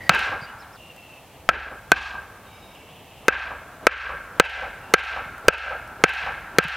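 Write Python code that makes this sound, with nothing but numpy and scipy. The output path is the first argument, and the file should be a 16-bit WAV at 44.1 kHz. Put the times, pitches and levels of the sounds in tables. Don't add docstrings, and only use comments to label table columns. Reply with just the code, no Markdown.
import sys
import numpy as np
from scipy import signal
from scipy.fft import rfft, irfft
from scipy.io import wavfile
from scipy.ndimage import uniform_filter1d

SR = 44100
rng = np.random.default_rng(int(sys.argv[2]) if len(sys.argv) > 2 else 0)


def generate_wav(sig):
    pcm = np.round(np.clip(np.atleast_2d(sig).T, -1, 1) * 32767).astype(np.int16)
    wavfile.write(sys.argv[1], SR, pcm)


def level_to_linear(level):
    exponent = np.asarray(level, float) / 20
    return 10 ** exponent


N = 298468
SCENE_CHANGE_S = .772

# start in
# seconds, force in dB, sharpness in dB, landing spot from about -0.4 to 1.6, echo level in dB.
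BLOWS = [
    (.0940, 3, 7, 0.21, 0),
    (1.4899, -0.5, -8.5, -0.42, -8.5),
    (1.9181, 1.5, 0.5, 1.58, -7),
    (3.2825, 2, -4.5, 0.15, -3.5),
    (3.8684, 6, -12.5, -0.044, -0.9),
    (4.3987, 6.5, 1.5, -0.059, -1.1),
    (4.9387, 7, 1, -0.028, 0.5),
    (5.4832, 8.5, 0.5, 0.24, -2),
    (6.0388, 6, 5.5, 0.23, 1.5),
    (6.5852, 5.5, 7.5, 0.071, 0.3),
]


def evened(x):
    return x / np.sqrt(np.mean(x ** 2) + 1e-20)


def read(points, hz):
    f, value = np.transpose(points)
    return np.interp(np.log(hz + 1), np.log(f + 1), value)


def add(mix, s, sound):
    part = mix[max(round(s * SR), 0):][:len(sound)]
    part += sound[:len(part)]


def resonate(x, hz, width_hz):
    turn = np.exp(2j * np.pi * np.cumsum(hz * np.ones(len(x))) / SR)
    r = np.exp(-np.pi * width_hz / SR)
    return 2 * (turn * signal.lfilter([1 - r], [1, -r], x / turn + 1e-18)).real


def resonate_twice(x, hz, width_1_hz, width_2_hz):
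    return evened(resonate(resonate(x, hz, width_1_hz), hz, width_2_hz))


def ring(modes, t, shift=0.93, phase=0.):
    return sum(level_to_linear(db - 60 * t / t60_s) * np.sin(2 * np.pi * hz * shift * t + phase) for hz, db, t60_s in modes)


def noise(field_db, size):
    a, b = rng.standard_normal(field_db.shape[::-1] + (2,)).T
    return signal.istft((a + 1j * b) * level_to_linear(field_db), nperseg=size, noverlap=size * 3 // 4)[1]


def stroke(s):
    # valid from in seconds, low mode level in dB, gain drop in dB, echo tilt in dB per octave,
    # echo treble in dB.
    strokes = [
        (0, -10.5, 8.5, 0, 14.5),
        (1.2, -15, 8, -2.5, 15),
        (1.7, -3.5, 10.5, -2.2, 24),
        (3, -0.5, 11, 0.5, 9.5),
        (3.6, 1, 18, 2.1, 10),
    ]
    return [row[1:] for row in strokes if row[0] <= s][-1]


def blow(low_db, force_db, sharp_db, spot):
    # frequency in Hz, level in dB, t60 in seconds, dB per unit of landing spot.
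    wood_modes = [(525, 2.5, .02, 0.1), (1430, -3.5, .04, -6), (1650, -2.5, .048, 5),
                  (2660, -10, .045, 1.5), (790, -3, .016, 1.5), (960, -5, .014, -2.5),
                  (1150, -12, .012, 1.5), (1900, -3, .012, 1.5), (2200, -3, .014, -1.2),
                  (2950, -24, .03, 0.1)]
    # frequency in Hz, level in dB, t60 in seconds.
    edge_modes = [(2130, -3.5, 0.0018), (3580, -16, 0.0025), (4164, 2, 0.0031), (5920, -7.5, 0.003)]
    t = np.arange(4000) / SR
    wood = np.zeros(4000)
    for hz, db, t60_s, lean_db in wood_modes:
        mode = (hz, db + lean_db * spot + low_db * (hz < 700), t60_s)
        wood += ring([mode], t, phase=np.pi) * (1 - np.exp(-t * hz / 0.42))
    band = signal.butter(2, [350, 2400], "band", fs=SR, output="sos")
    body = level_to_linear(-5 - 60 * t / 0.023) * evened(signal.sosfilt(band, rng.standard_normal(4000)))
    thump = ring([(189, -14.5 + 1.3 * sharp_db, .045)], t) * (1 - np.exp(-(t / .005) ** 2))
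    crack_db = -17 + 0.21 * sharp_db - 60 * t / 0.0029
    crack, other = level_to_linear(crack_db) * np.diff(rng.standard_normal((2, 4001)))
    edge = level_to_linear(-6 + sharp_db) * ring(edge_modes, t, rng.uniform(.97, 1.05))
    sound = wood + body
    add(sound, .003, level_to_linear(-15.5) * sound)
    sound += edge + crack
    return level_to_linear(force_db) * (sound + thump), level_to_linear(force_db) * other


def swish(low_db, drop_db):
    level_db = -54.5 + 0.65 * drop_db + 1.48 * low_db
    rising = resonate(rng.standard_normal(4000), np.linspace(400, 700, 4000), 620)
    to_impact_s = np.arange(-4000, 0) / SR
    return level_to_linear(level_db) * evened(resonate(rising, 500, 1800)) * np.exp(-((to_impact_s + .028) / .028) ** 2)


def tunnel():
    # delay in seconds, level in dB, spread in seconds, dullness in dB per octave.
    bunches = [(.01, 6, 0.02, -3.5), (0.041, 11.5, 0.014, -1), (0.089, 8, 0.024, 1.5),
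               (0.131, 3.5, 0.019, 2.5), (.17, 3.5, 0.011, -7.5), (.22, 3, 0.012, -11.5),
               (.32, -48, 0.087, -43)]
    # frequency in Hz, t60 in seconds.
    tunnel_t60 = [(150, 0.17), (500, 1.2), (1000, 3), (1570, 2.15), (2600, 1.006), (5000, 0.95),
                  (10000, 0.74)]
    # frequency in Hz, level in dB.
    colour = [(100, -4), (300, -10.5), (480, -6.5), (800, -1.5), (1050, -5), (1330, 3), (1610, -1),
              (1950, -7.5), (2600, -2.5), (3300, -14.5), (3900, -20), (5500, -32.5), (8000, -45),
              (15000, -60)]
    hz, t = np.fft.rfftfreq(256, 1 / SR)[:, None], np.arange(SR // 64) * 64 / SR
    power = level_to_linear(-5.0) ** 2 * (t > .03)
    for delay_s, db, spread_s, dull_db in bunches:
        late = np.clip(t - delay_s, 0, None) / spread_s
        power = power + level_to_linear(db + dull_db * np.log2(hz / 1500 + 0.2)) ** 2 * late * np.exp(1 - late)
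    lumps = uniform_filter1d(rng.standard_normal((len(t), 129)).T, 14, 0)
    lumps = evened(uniform_filter1d(lumps, 5, 1))
    field_db = 10 * np.log10(power + 1e-12) + 1.42 * lumps - 60 * t / read(tunnel_t60, hz)
    tail = noise(field_db, size=256)
    tail = irfft(rfft(tail) * level_to_linear(read(colour, np.fft.rfftfreq(len(tail), 1 / SR))), len(tail))
    return level_to_linear(-7) * tail / np.linalg.norm(tail)


def tilted(x, db_per_octave, treble_db, twin_db):
    hz = np.fft.rfftfreq(len(x), 1 / SR)
    tilt_db = db_per_octave * np.log2(hz / 1500 + 0.25)
    lift_db = treble_db / (1 + (3500 / (hz + 1)) ** 4)
    twin = twin_db * np.exp(-((hz - 1230) / 150) ** 2)
    return irfft(rfft(x) * level_to_linear(tilt_db + lift_db + twin), len(x))


def wall_echo(direct, tails):
    # delay in seconds, level in dB.
    slaps = [(0.041, -41), (0.055, -26), (0.099, -28)]
    sent = level_to_linear(-10.) * direct * np.exp(-np.arange(len(direct)) / SR / .004)
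    sent[0] += level_to_linear(26.0)
    turn = rng.uniform(-.8, .8)
    echo = signal.fftconvolve(sent, np.cos(turn) * tails[0] + np.sin(turn) * tails[1])[:SR]
    for delay_s, db in slaps:
        add(echo, delay_s, level_to_linear(db) * uniform_filter1d(direct, size=9))
    return echo


def fuzzy_ring(t, spot, echo_db):
    width_hz = 85 * np.exp(-0.19 * spot)
    level_db = echo_db - 26 + 2.5 * spot + 14.5
    fuzz = resonate_twice(rng.standard_normal(SR), 1590, width_hz, 2 * width_hz)
    fuzz += level_to_linear(-13 - 10 * t) * resonate_twice(rng.standard_normal(SR), 2608, width_hz, 2 * width_hz)
    lull = 1 - .85 * np.exp(-((t - .033) / .008) ** 2) - np.exp(-t / .005)
    return level_to_linear(level_db - 60 * t / 0.65) * fuzz * lull


def boom(t, drop_db):
    # frequency in Hz, level in dB, t60 in seconds.
    boom_modes = [(52.2, 3, 1.03), (74.1, 12.5, 0.66)]
    return level_to_linear(-44 + 0.54 * drop_db) * ring(boom_modes, t) * (1 - np.exp(-(t / 0.045) ** 2))


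def hammering():
    out, side, t = np.zeros(N), np.zeros(N), np.arange(SR) / SR
    tails = tunnel(), tunnel(), tunnel()
    for s, force_db, sharp_db, spot, echo_db in BLOWS:
        low_db, drop_db, tilt_db, treble_db = stroke(s)
        direct, other = blow(low_db, force_db, sharp_db, spot)
        echo = wall_echo(direct, tails)
        after = fuzzy_ring(t, spot, echo_db) + boom(t, drop_db)
        after[:len(echo)] += level_to_linear(echo_db) * tilted(echo, tilt_db, treble_db + 0.29 * sharp_db, spot)
        alive = t < (SCENE_CHANGE_S - s if s < SCENE_CHANGE_S else 1)
        add(out, s - 4000 / SR, swish(low_db, drop_db))
        add(out, s, direct)
        add(out, s, after * alive)
        add(side, s, level_to_linear(-1.5) * other)
        add(side, s, level_to_linear(echo_db + 3.0) * tails[2])
    return out, signal.sosfilt(signal.butter(4, 4800, "high", fs=SR, output="sos"), side)


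def ticks():
    # start in seconds, level in dB.
    clicks = [(0.9632, -35), (2.7506, -41), (5.38, -35.5), (5.876, -37)]
    # start in seconds, level in dB, frequency in Hz.
    knocks = [(0.136, -33, 217), (0.2, -41, 233), (0.294, -35.5, 104), (0.419, -41, 162),
              (0.55, -48.5, 106), (0.65, -53, 109), (6.236, -41, 154), (6.649, -18.5, 168)]
    out, t = np.zeros(N), np.arange(2000) / SR
    for s, db in clicks:
        add(out, s, level_to_linear(db - 9 - 60 * t / 0.019) * rng.standard_normal(2000))
    for s, db, hz in knocks:
        add(out, s, ring([(hz, db + 10.5, .07)], t) * (1 - np.exp(-(t / 0.0025) ** 2)))
    return out


def birds():
    # start in seconds, length in seconds, frequency in Hz, glide in Hz, level in dB.
    whistles = [(0, .09, 1970, -57, -37.5), (0.032, 0.043, 4670, 45, -53.5), (0.409, 0.05, 4730, 12, -48),
                (0.436, 0.022, 4600, -1500, -56), (0.462, .05, 2800, 170, -48),
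                (0.767, .18, 2768, -22, -47), (0.954, 0.25, 2717, -65, -47.5), (2.452, 0.12, 3750, 9, -57),
                (2.588, 0.17, 3740, 9, -56), (2.5, .33, 5100, 50, -67), (2.443, .5, 2320, -78, -57),
                (2.754, 0.283, 2720, -54, -55.5), (3.06, 0.28, 2620, 22, -58),
                (4.79, 0.28, 3340, -27, -71.5), (4.793, 0.29, 2720, 36, -50)]
    # time of the top in seconds, level in dB.
    chirps = [(.603, -55), (.74, -59)]
    # start in seconds, length in seconds, level in dB, frequency in Hz.
    flock = [(0.762, 0.68, -56.5, 2680), (2.431, 0.34, -55.5, 2740), (2.74, .54, -50, 2850)]
    out, calls = np.zeros(N), []
    for s, length_s, hz, glide_hz, db in whistles:
        calls.append((s, np.linspace(hz, hz + glide_hz, round(length_s * SR)), db))
    rise_s, fall_s = .022, .052
    t = np.arange(-rise_s, fall_s, 1 / SR)
    hook_hz = 5380 - np.minimum(2.2e6 * t ** 2, 56000 * abs(t))
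    for top_s, db in chirps:
        calls.append((top_s - rise_s, hook_hz, db))
    for s, pitch_hz, db in calls:
        blur = evened(resonate(rng.standard_normal(SR // 2)[:len(pitch_hz)], pitch_hz, 65))
        whistle = .65 * np.sin(2 * np.pi * np.cumsum(pitch_hz) / SR) + .85 * blur
        add(out, s, level_to_linear(db) * whistle * signal.windows.tukey(len(pitch_hz), .2))
    fading = level_to_linear(-60 * np.arange(SR // 4) / SR / .25) * rng.standard_normal(SR // 4)
    out = .8 * out + .35 * signal.fftconvolve(out, fading / np.linalg.norm(fading))[:N]
    chatter_db, chatter_s = 2.2, .05
    for s, length_s, db, hz in flock:
        hiss, chance = rng.standard_normal((2, SR))[:, :round(length_s * SR)]
        chatter = evened(signal.lfilter([1], [1, -np.exp(-1 / (chatter_s * SR))], chance))
        smear = resonate_twice(hiss, hz, 800, 800)
        add(out, s, level_to_linear(db - 4 + chatter_db * chatter) * smear * signal.windows.tukey(len(hiss), .05))
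    return out


def steady_noise(spectrum, level_db, swell_db, patchy_db):
    hz, t = np.fft.rfftfreq(1024, 1 / SR)[:, None], np.arange(N // 256 + 5) * 256 / SR
    patches = uniform_filter1d(rng.standard_normal((len(t), 513)).T, 10, 0)
    patches = evened(uniform_filter1d(patches, 12, 1))
    field_db = read(spectrum, hz) + patchy_db * patches + swell_db(t) / (1 + (hz / 1400) ** 2)
    return level_to_linear(level_db) * evened(noise(field_db, size=1024)[:N])


def outdoor_wash():
    # frequency in Hz, density in dB per Hz.
    wash_spectrum = [(15, -49), (25, -7), (59, -11), (91, 4), (152, -3.5), (371, -7), (572, -4),
                     (620, -2.5), (834, -4), (1470, -13.5), (2030, -13), (2730, -14), (4820, -23),
                     (15800, -24)]

    def swell_db(t):
        return 1.5 + np.where(t < SCENE_CHANGE_S, 5.5 * (1 - t / SCENE_CHANGE_S), 0.66 * t)

    return steady_noise(wash_spectrum, -46.5, swell_db, patchy_db=.7)


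def capsule_hiss():
    # frequency in Hz, density in dB per Hz.
    hiss_spectrum = [(15, -5), (25, 21), (120, -3.5), (1980, -6), (2260, -4), (2460, -17), (2660, -6.5),
                     (3780, -3), (15800, -3.5)]
    return steady_noise(hiss_spectrum, -58.5, lambda t: 0 * t, patchy_db=.4)


def scene():
    outdoors = outdoor_wash()
    blows, side = hammering()
    side = side + capsule_hiss()
    return blows + outdoors + birds() + ticks() + np.array([side, -side])


def band_limit(x):
    return signal.sosfilt(signal.butter(12, 16550, fs=SR, output="sos"), x)


def record(dry):
    grab_s, hold_s = .008, .2
    t, drop_db = np.arange(N) / SR, np.zeros(N)
    for s, *_ in BLOWS:
        since_s = np.clip(t - s, 0, None)
        depth_db = stroke(s)[1]
        duck_db = depth_db * (1 - np.exp(-since_s / grab_s)) * np.exp(-(since_s / hold_s) ** 4)
        drop_db = np.maximum(drop_db, duck_db)
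    squared = np.clip(dry / level_to_linear(drop_db), -1, 1)
    hz = np.fft.rfftfreq(N, 1 / SR)
    band_limits = 1 / (1 + (hz / 15900) ** 36) / (1 + (26 / (hz + 1)) ** 4)
    return band_limit(irfft(rfft(squared) * band_limits, N))


dry = scene()
out = record(dry)
generate_wav(out)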